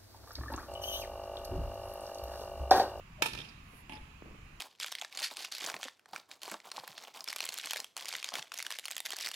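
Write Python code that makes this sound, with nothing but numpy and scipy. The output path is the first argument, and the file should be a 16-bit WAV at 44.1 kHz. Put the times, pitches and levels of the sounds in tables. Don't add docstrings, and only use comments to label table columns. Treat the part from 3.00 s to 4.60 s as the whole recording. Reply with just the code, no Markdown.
import sys
import numpy as np
from scipy import signal
from scipy.fft import rfft, irfft
from scipy.io import wavfile
from scipy.ndimage import uniform_filter1d

SR = 44100
rng = np.random.default_rng(int(sys.argv[2]) if len(sys.argv) > 2 else 0)


def dump(signal):
    limited = np.clip(np.atleast_2d(signal).T, -1, 1)
    pcm = np.round(limited * 32767).astype(np.int16)
    wavfile.write(sys.argv[1], SR, pcm)


N = 70560
EDGE_HZ = 15900


def amp(db):
    return 10 ** (np.asarray(db) / 20)


def unit(x):
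    return x / np.sqrt(np.mean(x ** 2) + 1e-20)


def read(points, hz):
    f, value = np.transpose(points)
    return np.interp(np.log(hz + 1), np.log(f + 1), value)


def add(mix, start, sound):
    part = mix[:, round(start * SR):][:, :sound.shape[1]]
    part += sound[:, :part.shape[1]]


def colour(x, points, size=4096):
    hz = abs(np.fft.fftfreq(size, 1 / SR))
    log_gain = np.log(amp(read(points, hz)))
    response = np.exp(np.conj(signal.hilbert(log_gain)))
    taps = np.fft.ifft(response).real[:size // 2]
    return signal.fftconvolve(x, taps[None], axes=1)[:, :x.shape[1]]


def lean(x, points):
    left = colour(x[:1], [(hz, db / 2) for hz, db in points])
    right = colour(x[1:], [(hz, -db / 2) for hz, db in points])
    return np.vstack([left, right])


def pair(x, alike):
    likeness = read(alike, np.fft.rfftfreq(x.shape[1], 1 / SR))
    angle = np.arccos(np.clip(likeness, 0, 1)) / 2
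    mid, side = rfft(x) * [np.cos(angle), np.sin(angle)]
    return irfft([mid + side, mid - side], x.shape[1])


# (frequency [Hz], likeness [0-1])
NOISE_ALIKE = [(30, 1), (120, 1), (240, 0.99), (480, 0), (1200, 0), (15000, 0)]


def swell(levels, shape):
    noise = unit(colour(pair(rng.standard_normal((2, N)), NOISE_ALIKE), shape))
    t = np.arange(N) / SR
    return noise * amp(np.interp(t, *np.transpose(levels), left=-150, right=-150))


# (frequency [Hz], likeness [0-1])
IMPACT_ALIKE = [(30, 0.35), (180, 1), (350, 0.81), (900, .5), (2000, 0.027), (5000, 0), (15000, 0)]


def burst(t60, rise=1e-4, size=12288, count=6):
    t = np.arange(size) / SR
    envelope = (1 - np.exp(-t / rise)) * amp(-60 * t / t60)
    x = pair(rng.standard_normal((2, size)), IMPACT_ALIKE) * envelope
    for _ in range(count):
        flat = irfft(np.exp(1j * np.angle(rfft(x))))
        x = flat * np.minimum(10 * envelope, 1)
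    return unit(x) / np.sqrt(size)


# (frequency [Hz], relative level per Hz [dB])
AIR_SPECTRUM = [(12, -30), (22, -3), (50, 0.95), (90, -6), (137, -5), (233, -13), (375, -23), (620, -27),
                (800, -23), (1120, -15.5), (1400, -22), (2060, -23), (2600, -20), (3400, -31), (5900, -36),
                (7100, -33.5), (7900, -41), (15800, -44)]
AIR_DB, AIR_PATCHY_DB = -54, 1.3


def air():
    noise = pair(rng.standard_normal((2, N)), NOISE_ALIKE)
    hz, t, z = signal.stft(noise, SR, nperseg=2048)
    patches = rng.standard_normal(z.shape[1:])
    patches = uniform_filter1d(patches, size=10, axis=0)
    patches = unit(uniform_filter1d(patches, size=5, axis=1))
    z = z * amp(read(AIR_SPECTRUM, hz)[:, None] + AIR_PATCHY_DB * patches)
    return amp(AIR_DB) * unit(signal.istft(z, SR, nperseg=2048)[1][:, :N])


# (time [s], level [dB])
RUMBLE_LEVELS = [(.9, -77), (.96, -59.5), (1.02, -48.5), (1.08, -64), (1.25, -72), (1.3, -57), (1.39, -54),
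                 (1.45, -75)]
# (frequency [Hz], relative level [dB])
RUMBLE_SPECTRUM = [(15, -1), (40, -4), (65, 4.5), (110, -13.5), (250, -43), (1000, -72)]


def rumble():
    return swell(RUMBLE_LEVELS, RUMBLE_SPECTRUM)


# (time [s], level [dB])
BOOM_LEVELS = [(.22, -59), (.27, -50.5), (.36, -53), (.45, -63), (.7, -66)]
# (frequency [Hz], relative level [dB])
BOOM_SPECTRUM = [(30, -29), (85, -7), (140, 2.5), (220, -5), (400, -28), (1500, -64)]


def boom():
    return swell(BOOM_LEVELS, BOOM_SPECTRUM)


# (frequency [Hz], level [dB])
YARD_SPECTRUM = [(100, -14.5), (300, -6.5), (900, -8), (2500, -7.5), (4000, -6.5), (7000, -8.5),
                 (10000, -4), (15000, -9)]
# (frequency [Hz], time to fall 60 dB [s])
YARD_DECAY = [(100, 0.65), (400, 0.66), (1000, 0.61), (2700, 0.99), (5000, 0.89), (8000, 0.61),
              (11000, 0.76), (15000, 0.25)]
DIFFUSE_RISE_S = .008


def yard(x):
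    noise = pair(rng.standard_normal((2, SR)), IMPACT_ALIKE)
    hz, t, z = signal.stft(noise, SR, nperseg=256)
    decay = amp(-60 * t / read(YARD_DECAY, hz)[:, None])
    rise = 1 - np.exp(-t / DIFFUSE_RISE_S)
    tail = signal.istft(z * decay * rise, SR, nperseg=256)[1]
    tail = colour(tail / np.linalg.norm(tail[0]), YARD_SPECTRUM)
    return signal.fftconvolve(x, tail, axes=1)[:, :N]


# (time [s], level [dB])
SCUFF_LEVELS = [(.62, -82), (.72, -70.5), (.77, -64), (.81, -65.5), (.84, -86)]
# (frequency [Hz], relative level [dB])
SCUFF_SPECTRUM = [(500, -34), (5000, -13), (8000, -12), (10000, 1), (12000, -3), (14000, -12), (16000, -13)]


def scuff():
    return swell(SCUFF_LEVELS, SCUFF_SPECTRUM)


# (time [s], relative level [dB], nominal time to fall 60 dB [s])
FOOTFALLS = [(.275, -3, 0.19), (.349, -1, 0.018), (.385, 1, 0.16), (.733, -8, .06), (0.965, -3, 0.045),
             (1.222, 0.5, .018), (1.246, -11, 0.025), (1.258, -4.5, 0.043), (1.276, -4.5, 0.11),
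             (1.31, -7.5, 0.15), (1.343, -7, 0.068)]
# (frequency [Hz], level [dB])
FOOTFALL_SPECTRUM = [(40, -25), (130, -11.5), (290, -2.5), (600, -12), (1100, -21.5), (2500, -25),
                     (4000, -44), (15000, -58)]


def footsteps():
    steps = np.zeros((2, N))
    for start, db, t60 in FOOTFALLS:
        add(steps, start, amp(db) * burst(t60))
    steps = colour(steps, FOOTFALL_SPECTRUM)
    return steps + yard(steps)


# (time [s], level [dB], whistle frequency [Hz])
SWING_PATH = [(.178, -80, 626), (.189, -54.5, 608), (.204, -55, 604), (.219, -48, 650), (.235, -86, 520)]
SWING_WIDTH_HZ = 110


def swing():
    t = np.arange(N) / SR
    path_t, db, hz = np.transpose(SWING_PATH)
    pole = np.exp(-np.pi * SWING_WIDTH_HZ / SR)
    noise = rng.standard_normal(N) + 1j * rng.standard_normal(N)
    flutter = signal.lfilter([1 - pole], np.poly([pole, pole]), noise)
    cycles = np.cumsum(np.interp(t, path_t, hz)) / SR
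    whistle = (flutter * np.exp(2j * np.pi * cycles)).real
    return unit(whistle) * amp(np.interp(t, path_t, db, left=-150, right=-150))


CRACK_RISE_S = .0007


def ringing(modes, t):
    ring = 0
    for hz, db, t60 in modes:
        shift = np.arccos(np.clip(read(IMPACT_ALIKE, hz), 0, 1)) / 2 * np.array([[-1], [1]])
        envelope = amp(db - 60 * t / t60) * (1 - np.exp(-t / CRACK_RISE_S))
        ring = ring + envelope * np.sin(2 * np.pi * hz * t + shift)
    return ring


AIR_LOSS_HZ, AIR_LOSS_DB_PER_S = 6100, 48
LIFT_WIDTH = 1.244


def reflection(outward, delay, smear, hz, lift_db):
    echo = signal.fftconvolve(outward, burst(smear), axes=1)
    echo = colour(echo, [(hz / LIFT_WIDTH, 0), (hz, lift_db), (hz * LIFT_WIDTH, 0)])
    return colour(echo, [(AIR_LOSS_HZ, 0), (EDGE_HZ, -AIR_LOSS_DB_PER_S * delay)])


# (frequency [Hz], left minus right [dB])
DIRECT_LEAN = [(300, -3.5), (1300, -2), (2500, -1.5), (4000, 7), (5600, 9), (8500, 5), (13500, -2.5)]
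RING_BACK_DB = -2.5
SCATTER_DB, SCATTER_T60_S = -8.5, .11


def racket(blow, crack_spectrum, crack_t60, modes, echoes, wet_db):
    start, db = blow
    crack = colour(burst(crack_t60, CRACK_RISE_S), crack_spectrum)
    ring = ringing(modes, np.arange(crack.shape[1]) / SR)
    outward = crack + amp(RING_BACK_DB) * ring
    heard, sent = np.zeros((2, 2, N))
    add(sent, start, outward)
    add(heard, start, lean(crack + ring, DIRECT_LEAN))
    scatter = signal.fftconvolve(outward, burst(SCATTER_T60_S, DIFFUSE_RISE_S), axes=1)
    add(heard, start, amp(SCATTER_DB) * scatter)
    for delay, echo_db, smear, hz, lift_db in echoes:
        echo = reflection(outward, delay, smear, hz, lift_db)
        add(heard, start + delay, amp(echo_db) * echo)
    return amp(db) * (heard + amp(wet_db) * yard(sent))


# (time [s], level [dB])
RETURN_BLOW = (.8948, -22.5)
# (frequency [Hz], relative level [dB])
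RETURN_SPECTRUM = [(100, -0.5), (270, 20.5), (500, 1), (750, 15), (1400, 2.5), (2600, 11), (3200, 8.5),
                   (3900, -2), (5200, -6), (8000, -14), (10000, -3), (13000, -18), (16000, -22)]
# (frequency [Hz], relative level [dB], time to fall 60 dB [s])
RETURN_STRINGS = [(859.5, -24.5, 0.26), (1740, -33, .16), (2720, -38, 0.14), (3330, -40, 0.11)]
# (delay [s], relative level [dB], nominal smear time to fall 60 dB [s],
# favoured frequency [Hz], lift there [dB])
RETURN_WALLS = [(.0265, -1.5, 0.0011, 2650, 5.4), (.036, -2.5, .04, 5140, 12.5), (.055, -7, .05, 5030, 22),
                (.073, -10.5, .02, 3700, 17), (.09, -15, 0.41, 4800, 15)]


def far_return():
    return racket(RETURN_BLOW, RETURN_SPECTRUM, crack_t60=.03, modes=RETURN_STRINGS,
                  echoes=RETURN_WALLS, wet_db=4.5)


# (time [s], level [dB])
SMASH_BLOW = (.2212, 0)
# (frequency [Hz], relative level [dB])
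SMASH_SPECTRUM = [(60, -24), (220, -9.5), (330, 7), (700, 0), (1050, 0.5), (1400, 1), (1950, -4),
                  (2500, 10.5), (3200, 5.5), (4000, 4.5), (6000, 0), (8000, -4), (11500, -6), (13700, -6.5),
                  (16000, -16)]
# (frequency [Hz], relative level [dB], time to fall 60 dB [s])
SMASH_STRINGS = [(362, -32, 0.027), (442, -38.5, 0.056), (894, -24.5, 0.052), (956, -34, 0.15),
                 (1312, -24.5, 0.034), (1606, -25, 0.028), (1793, -39.5, 0.27), (2261, -27.5, 0.059),
                 (2407, -26.5, 0.029), (2597, -27, 0.032), (3080, -33, 0.067), (3606, -27, 0.046),
                 (5406, -28, 0.029)]
# (delay [s], relative level [dB], nominal smear time to fall 60 dB [s],
# favoured frequency [Hz], lift there [dB])
SMASH_WALLS = [(.034, -11, 0.033, 2460, 8), (.037, -10, 0.043, 9400, 11.5), (.047, -17, 0.024, 2500, 4),
               (.062, -20.5, 0.021, 2360, -1), (0.088, -41, .003, 3500, -6), (.112, -19, 0.00051, 4600, 7),
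               (.128, -18.5, .002, 1180, 0), (.153, -22.5, 0.0051, 2500, 8.5),
               (.1645, -24, .012, 3400, 17.5), (0.18, -27.5, 0.011, 3360, 18.5),
               (0.193, -30, 0.016, 3430, 21.5), (.16, -23.5, 0.34, 5070, 12.5),
               (0.225, -29, 0.037, 2920, 10), (.264, -31, 0.056, 4800, 15.5)]


def smash():
    return racket(SMASH_BLOW, SMASH_SPECTRUM, crack_t60=.028, modes=SMASH_STRINGS,
                  echoes=SMASH_WALLS, wet_db=-3)


def scene():
    rackets = smash() + far_return()
    play = swing() + rackets + footsteps() + scuff()
    return play + air() + boom() + rumble()


# (frequency [Hz], left minus right [dB])
PORT_LEAN = [(100, 0.5), (380, -2), (680, 8), (900, -0.5), (1300, -1), (1750, -9), (2500, -12),
             (3300, -8.5), (4300, -7), (5600, -0.5), (7500, 0), (10000, -5.5), (14000, -2.5)]


def record(dry):
    band_limit = signal.firwin(511, EDGE_HZ, window=("kaiser", 9), fs=SR)
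    return signal.oaconvolve(lean(dry, PORT_LEAN), band_limit[None], "same")


dry = scene()
out = record(dry)
dump(out)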